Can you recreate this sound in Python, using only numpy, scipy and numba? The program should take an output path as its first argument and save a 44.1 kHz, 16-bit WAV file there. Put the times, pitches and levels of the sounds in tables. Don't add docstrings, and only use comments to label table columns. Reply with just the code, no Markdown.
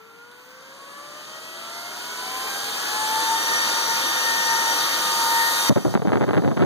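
import sys
import numpy as np
from scipy import signal
from scipy.fft import rfft, irfft, next_fast_len
from scipy.io import wavfile
from scipy.ndimage import uniform_filter1d
from numba import njit

SR = 44100
rng = np.random.default_rng(int(sys.argv[2]) if len(sys.argv) > 2 else 0)


def store_pcm(level_fs):
    pcm = np.round(np.clip(level_fs, -1, 1) * 32767).astype(np.int16)
    wavfile.write(sys.argv[1], SR, np.atleast_2d(pcm).T)


N = 293265

# (frequency [Hz], left minus right [dB], left lead [rad], likeness [0-1])
PORT_PATH = [(60, 0.5, 0.023, 0.79), (475, -4, 0.198, 0.98), (1000, -8, 0.81, 0.77),
             (1430, -5.5, 1.38, 0.1), (1685, -5, 3.53, 0.07), (2675, -2, 2.84, 1), (2920, 3, 6.63, 0.31),
             (4230, 3, 10.17, 0.06), (7100, 7.5, 13.95, 0.32), (16100, 4.5, 21, 0)]
# (frequency [Hz], level [dB])
ROOM_EQ = [(60, -17.5), (120, -1), (300, -1), (700, -42), (1100, -3.5), (2500, -11), (6000, -43),
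           (16000, -30)]
# (time [s], level [dB], modes (frequency [Hz], level [dB], t60 [s]))
FRAME_TICK = (.3153, -42, [(3900, -5, .008), (5100, -4, .008), (9600, -6, .008)])
# (time [s], level [dB])
HISS_FADER = [(2.7, -58), (3.1, -42.5), (3.45, -33.5), (4.1, -33.5), (4.65, -32), (4.95, -36), (5.4, -41.5),
              (5.7, -33)]
# (time [s], pitch [Hz], level [dB])
COIL_GLIDE = [(0, 12150, -69), (.2, 12600, -68), (.35, 13400, -65), (.47, 14400, -62), (.53, 15150, -59),
              (.58, 15900, -64), (.64, 16800, -68)]
# (time [s], shaft speed [Hz])
SPIN_UP = [(0, 49.5), (.5, 56.4), (1.0, 64.1), (2.0, 79.8), (3.0, 95.85), (3.3, 100.1), (3.55, 101.4),
           (3.9, 101.55), (4.4, 101.7), (4.8, 101.95), (5.3, 102.1), (5.65, 102.5)]
# (time [s], blade tone left minus right [dB], lift [dB], treble tilt [dB/octave])
HAND_TURN = [(0, -2.5, -1.5, 1), (.45, -1.5, -1, -0.5), (1.0, -5, 0, 0), (1.45, -2, -0.5, 0),
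             (2.0, -6, 0.4, 0), (2.5, -4, 0.9, 0), (3.1, -2, 0.6, 0), (3.5, -5.5, 0.15, -0.45),
             (4.1, -22, 0.35, -0.5), (4.9, -16.5, 0.5, -0.4), (5.35, -12, 0.7, 1.15),
             (5.65, -11, 1.5, 0.38)]
# (frequency [Hz], level [dB])
AIR_EQ = [(60, -22), (120, -5.5), (300, -2.5), (700, -4.5), (1100, -1.5), (2000, -3.5), (3000, -7.5),
          (6000, -11), (9000, -14), (16000, -19.5)]
# (frequency [Hz], width [Hz], boost [dB])
FRAME_PEAKS = [(1420, 200, 3), (3160, 260, 4.5), (3690, 170, 5.5), (4090, 140, 4), (4650, 280, 8),
               (4970, 200, 4)]
# (time [s], blade tone [dB], its octave [dB], motor tone [dB])
WHINE_SWELLS = [(0, 6, -2.5, -23.5), (.65, -3.5, -13, -23.5), (.9, -5, -1, -21.5), (1.5, -11, -10.5, -25),
                (1.7, -6, -8, -13.5), (2.02, -13, -10, -11), (2.14, -33, -8, -9.5), (2.27, -7, -9, -7),
                (2.42, -11.5, -9.5, -7), (2.55, -10.5, -5, -21), (2.85, -17, -5.5, -14.5),
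                (2.95, -6.5, -3.5, -21), (3.02, -1, 0, -24), (3.11, 1, -3.5, -19), (3.21, -4.5, -6, -16),
                (3.32, -1, -3, -17), (3.42, -8, -3, -12), (3.5, -5, -1, -12), (3.57, -9.5, -1.5, -12.5),
                (3.89, -3, -5.5, -15.5), (4.15, -10, -4.5, -13), (4.39, -4.5, 1.5, -18),
                (4.52, 1, -0.5, -10.5), (4.7, -1.2, -0.8, -16), (4.9, -8, -5, -10.5),
                (5.12, -4.5, -8, -9.5), (5.28, 1, -3.5, -9), (5.38, 1, 6, -9), (5.54, -6.5, -3.5, -10),
                (5.65, -9, -9, -11)]
# (shaft multiple, level over the air at full speed [dB], change with speed [dB/octave], left bias [dB])
SHAFT_TONES = [(3, -27, 0, -2), (5, -20.5, -3, -2), (8, -24, -14, -3), (10, -25, 0, -6), (11, -21, 8, -6),
               (13, -23, 6, -5), (14, -20, 12, -4), (24, -22, 15, -3), (31, -31, 0, 4), (36, -24, 0, 8),
               (40, -29, 0, 6), (45, -28, -7, 7)]
# (shaft multiple, level over the air at the hub's resonance [dB])
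HUB_TONES = [(16, -11), (20, -8.5)]
# (peak time [s], rumble level [dB], time to fall 6 dB, sign ignored [s])
JET_GUSTS = [(5.703, 8.5, 0.0067), (5.713, 3, 0.0072), (5.724, 0.5, 0.0057), (5.765, 6, 0.0087),
             (5.776, 1, 0.009), (5.788, -10, -0.02), (5.806, -15, -0.03), (5.844, -2, 0),
             (5.856, 5.5, 0.011), (5.869, 1, 0.0047), (5.881, -1, -0.0057), (5.897, -10, -0.0245),
             (5.914, -16, -0.03), (5.942, 1, 0.0032), (5.956, 15.5, 0.0047), (5.975, 9, 0.0056),
             (5.997, 4.5, 0.0064), (6.023, 6, 0.0075), (6.053, 10, 0.009), (6.075, 10, 0.0109),
             (6.101, 5, 0.014), (6.121, 9, 0.0092), (6.133, 11, 0.0125), (6.158, 8.5, 0.01),
             (6.172, 9, 0.016), (6.198, 2, 0.008), (6.211, 8.5, 0.012), (6.224, 9, 0.0178),
             (6.242, 8, 0.0086), (6.266, 0, 0.007), (6.284, 9.5, 0.0168), (6.309, 6, 0.0103),
             (6.335, 6, 0.01), (6.349, 4, 0.02), (6.375, 13.5, 0.022), (6.423, 7, 0.007), (6.437, 6, 0.003),
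             (6.449, 12, 0.0172), (6.464, 4, 0.005), (6.478, 9.5, 0.0168), (6.502, 6.5, 0.0029),
             (6.515, 6.5, 0.0157), (6.535, -1, 0.014), (6.574, 6, 0.0155), (6.603, 7, 0.0259),
             (6.624, 10.5, 0.03)]
# (time [s], level [dB], pitch [Hz])
JET_SLAPS = [(5.6955, 15.5, 250), (5.9515, 23.5, 210), (6.0715, 19, 190), (6.4465, 18, 190)]
# (time [s], level [dB])
JET_CRACKS = [(5.761, 10), (5.851, 7), (5.940, 11), (5.952, 22.5), (5.965, 16), (5.975, 18.5), (6.020, 15),
              (6.073, 18), (6.083, 19), (6.092, 19), (6.120, 23), (6.135, 21), (6.157, 24.5), (6.171, 19),
              (6.210, 20), (6.219, 20), (6.236, 18), (6.241, 22), (6.290, 21.5), (6.309, 21), (6.333, 22),
              (6.340, 20), (6.347, 21.5), (6.368, 19), (6.377, 25), (6.420, 9), (6.447, 19.5), (6.478, 20),
              (6.485, 10), (6.507, 10), (6.514, 14.5), (6.572, 18.5), (6.595, 15.5), (6.608, 17),
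              (6.621, 21)]
# (time [s], crackle trim [dB])
CRACKLE_FADER = [(5.7, -28), (5.76, -12), (5.85, -24), (5.97, -19), (6.07, -22), (6.12, -12.5),
                 (6.3, -14.5), (6.34, -11), (6.38, -14), (6.43, -18.5), (6.52, -23.5), (6.57, -11.5),
                 (6.62, -14.5)]
# (frequency [Hz], level [dB])
RUMBLE_EQ = [(40, -44), (70, -14), (110, 4), (200, 0.5), (400, -3), (800, -15), (1400, -31), (3000, -74),
             (16000, -100)]
CRACKLE_EQ = [(200, -10.5), (700, 5), (1400, 5.5), (2500, -4.5), (4500, -21), (7000, -36.5), (16000, -45.5)]
THUMP_EQ = [(60, -21), (200, -2), (500, -0.5), (900, -4.5), (2000, -24.5), (16000, -80)]

ROOM_DB, THUMP_DB = -53.5, 7
HISS_HZ, HISS_WIDTH_HZ = 5820, 300
BLADES, MOTOR_ORDER = 9, 12
HUB_HZ, HUB_WIDTH_HZ = 970, 580
AIR_DB, AIR_DB_PER_OCTAVE = -27, 29
THIRD_DB, THIRD_DB_PER_OCTAVE = -22, -25
GUST_RISE = 0.53
JET_SPAN_S, JET_DB, JET_FLUTTER_DB = (5.85, 6.03), (-25.5, -8.5), 2.5
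CROSS_LAG_SAMPLES, LOW_CUT_HZ, HIGH_CUT_HZ = 17, 75, 15720
TIME = np.arange(N) / SR


def undb(db):
    return 10 ** (np.asarray(db) / 20)


def unit(x):
    return x / np.sqrt(np.mean(x ** 2))


def pan_left(right_db):
    return undb([[0], [right_db]])


def lanes(table, **ends):
    times, *columns = np.transpose(table)
    return [np.interp(TIME, times, column, **ends) for column in columns]


def on_log(table, hz, column=1):
    table = np.array(table)
    return np.interp(np.log(np.maximum(hz, 1)), np.log(table[:, 0]), table[:, column])


def wobble(rate_hz):
    hold = int(SR / rate_hz)
    levels = np.repeat(rng.standard_normal(N // hold + 1), hold)
    return 1.42 * uniform_filter1d(uniform_filter1d(levels, hold), hold)[:N]


def equalize(x, table):
    size = 4096
    cepstrum = irfft(np.log(undb(on_log(table, np.arange(size // 2 + 1) * SR / size))))
    cepstrum[1:size // 2] *= 2
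    cepstrum[size // 2 + 1:] = 0
    response = irfft(np.exp(rfft(cepstrum)))
    return signal.fftconvolve(x, response / np.sqrt(np.sum(response ** 2)))[:N]


def port_noise(colour_db, band_db):
    size = next_fast_len(N)
    hz = np.arange(size // 2 + 1) * SR / size
    right, own = rfft(rng.standard_normal((2, size))) * undb(colour_db(hz))
    likeness = np.clip(on_log(PORT_PATH, hz, column=3), 0, 1)
    lead = on_log(PORT_PATH, hz, column=2)
    left = likeness * right * np.exp(1j * lead) + np.sqrt(1 - likeness ** 2) * own
    both = np.array([left * undb(on_log(PORT_PATH, hz)), right]) / np.std(irfft(right))
    half_octaves = 2 * np.log2(np.maximum(hz, 1) / 45)
    out = 0
    for band in range(18):
        window = np.cos(np.pi / 2 * np.clip(half_octaves - band, -1, 1)) ** 2
        out = out + irfft(both * window, size)[:, :N] * undb(band_db(45 * 2 ** (band / 2)))
    return out


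def room_tone():
    return undb(ROOM_DB) * port_noise(lambda hz: on_log(ROOM_EQ, hz), lambda hz: wobble(5.77))


def frame_tick():
    start, level_db, modes = FRAME_TICK
    age = np.maximum(TIME - start, 0)
    ring = sum(undb(db - 60 * age / t60) * np.sin(2 * np.pi * hz * age) for hz, db, t60 in modes)
    return undb(level_db) * ring * pan_left(-4)


def coil_whine(shaft_hz):
    hz, db = lanes(COIL_GLIDE)
    db[TIME > COIL_GLIDE[-1][0]] = -200
    throb = 1 + 0.58 * np.sin(2 * np.pi * np.cumsum(4 * shaft_hz) / SR)
    whine = np.sin(2 * np.pi * np.cumsum(hz) / SR + 1.3 * wobble(600))
    return undb(db) * throb * whine * pan_left(-14)


def beamed_hiss():
    peak = signal.iirpeak(HISS_HZ, HISS_HZ / HISS_WIDTH_HZ, fs=SR)
    hiss = unit(signal.lfilter(*peak, signal.lfilter(*peak, rng.standard_normal((2, N)))))
    db, = lanes(HISS_FADER, left=-200)
    return hiss * undb(db + 0.71 * wobble(10)) * pan_left(-11)


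def frame_db(hz):
    return sum(db / (1 + (2 * (hz - centre) / width) ** 2) for centre, width, db in FRAME_PEAKS)


def air_rush(speed_octaves, air_db, treble_tilt):
    swell_db = .4 * wobble(3)

    def band_db(hz):
        turn_db = treble_tilt * max(np.log2(hz / 2500), 0)
        speed_db = 2.07 * speed_octaves * np.log2(hz / 4000)
        return air_db + turn_db + speed_db + swell_db + 0.792 * wobble(12)
    return undb(-1) * port_noise(lambda hz: on_log(AIR_EQ, hz) + frame_db(hz), band_db)


def tone(hz, db, left_db=None, lead_rad=None, flutter_db=1.88, smear_rad=0.4):
    phase = 2 * np.pi * (np.cumsum(hz) / SR + rng.random()) + smear_rad * wobble(45)
    gain = np.sqrt(2) * undb(db + flutter_db * wobble(25.973))
    if left_db is None:
        left_db = on_log(PORT_PATH, hz)
    if lead_rad is None:
        lead_rad = on_log(PORT_PATH, hz, column=2)
    left = undb(left_db) * np.sin(phase + lead_rad + 0.34 * wobble(4.083))
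    return gain * np.array([left, np.sin(phase)])


def rotor_whine(shaft_hz, speed_octaves, air_db, blade_left_db):
    blade_db, octave_db, motor_db = lanes(WHINE_SWELLS)
    blade_hz = BLADES * shaft_hz
    out = tone(blade_hz, air_db + blade_db, blade_left_db, flutter_db=1.4)
    out += tone(2 * blade_hz, air_db + octave_db)
    out += tone(3 * blade_hz, air_db + THIRD_DB + THIRD_DB_PER_OCTAVE * speed_octaves, flutter_db=3.5)
    out += tone(MOTOR_ORDER * shaft_hz, air_db + motor_db,
                left_db=-5.5, lead_rad=0.4, flutter_db=1.5, smear_rad=0.1)
    for multiple, db, db_per_octave, left_db in SHAFT_TONES:
        hz = multiple * shaft_hz
        level_db = air_db + db + db_per_octave * speed_octaves + frame_db(hz)
        out += tone(hz, level_db, left_db, flutter_db=3, smear_rad=.013 * multiple)
    for multiple, db in HUB_TONES:
        hz = multiple * shaft_hz
        detune = 2 * (hz - HUB_HZ) / HUB_WIDTH_HZ
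        out += tone(hz, air_db + db, flutter_db=2.5, smear_rad=0.26) / (1 + detune ** 2)
    return out


def fan():
    shaft_hz, = lanes(SPIN_UP)
    blade_left_db, lift_db, treble_tilt = lanes(HAND_TURN)
    speed_octaves = np.log2(shaft_hz / shaft_hz.max())
    air_db = AIR_DB + AIR_DB_PER_OCTAVE * speed_octaves + lift_db
    rush = air_rush(speed_octaves, air_db, treble_tilt)
    return rush + rotor_whine(shaft_hz, speed_octaves, air_db, blade_left_db) + coil_whine(shaft_hz)


def membrane_slaps(rumble):
    for start, db, hz in JET_SLAPS:
        mute = 1 - np.exp(-((TIME - start - .002) / .005) ** 2)
        cycles = np.maximum(TIME - start, 0) * hz
        envelope = np.minimum(3 * cycles, 1) * np.exp(-cycles / 1.2)
        rumble = rumble * mute - undb(db) * np.sin(2 * np.pi * cycles) * envelope
    return rumble


def jet_buffeting():
    steady_db = np.interp(TIME, JET_SPAN_S, JET_DB, left=-200) + JET_FLUTTER_DB * wobble(60)
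    rumble_power = undb(steady_db) ** 2
    crackle_power = rumble_power.copy()
    for peak, db, fall in JET_GUSTS:
        sag_db = 6 * ((TIME - peak) / np.where(TIME < peak, GUST_RISE * fall, fall)) ** 2
        rumble_power += undb(db - sag_db) ** 2
        crackle_power += undb(db - 2 * sag_db) ** 2
    chance, polarity, strength = rng.random((3, N))
    steps = unit((chance < 450 / SR) * np.sign(polarity - .5) * undb(12 * strength))
    eddies = equalize(0.84 * steps + 0.9 * rng.standard_normal(N), RUMBLE_EQ)
    rumble = 1.7 * np.tanh(eddies / 1.2) * np.sqrt(rumble_power)
    trim_db, = lanes(CRACKLE_FADER)
    crackle = steps * np.sqrt(crackle_power) * undb(trim_db + 1.5)
    crack_s, crack_db = np.transpose(JET_CRACKS)
    cracks = np.zeros(N)
    cracks[(crack_s * SR).astype(int)] = undb(crack_db) * np.sign(rng.standard_normal(len(crack_s)))
    bite = equalize(crackle + cracks, CRACKLE_EQ)
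    thump = undb(THUMP_DB) * equalize(cracks, THUMP_EQ)
    return (membrane_slaps(rumble) + bite + thump) * pan_left(-30)


def scene():
    return room_tone() + fan() + beamed_hiss() + frame_tick() + jet_buffeting()


@njit
def duck(peak, threshold, attack_s, release_s):
    gain, envelope = np.empty(len(peak)), 0.
    for i in range(len(peak)):
        envelope += (peak[i] - envelope) / (SR * (attack_s if peak[i] > envelope else release_s))
        gain[i] = threshold / max(envelope, threshold)
    return gain


def record(dry):
    wide = dry - np.pad(dry[::-1], ((0, 0), (CROSS_LAG_SAMPLES, 0)))[:, :N]
    peak_ahead = np.pad(np.abs(wide).max(axis=0), (0, 30))[30:]
    gain = duck(peak_ahead, threshold=.56, attack_s=.0005, release_s=30)
    low_cut = signal.butter(2, LOW_CUT_HZ, "high", fs=SR, output="sos")
    high_cut = signal.ellip(12, .2, 80, HIGH_CUT_HZ, fs=SR, output="sos")
    return signal.sosfilt(high_cut, signal.sosfilt(low_cut, wide * gain))


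dry = scene()
out = record(dry)
store_pcm(out)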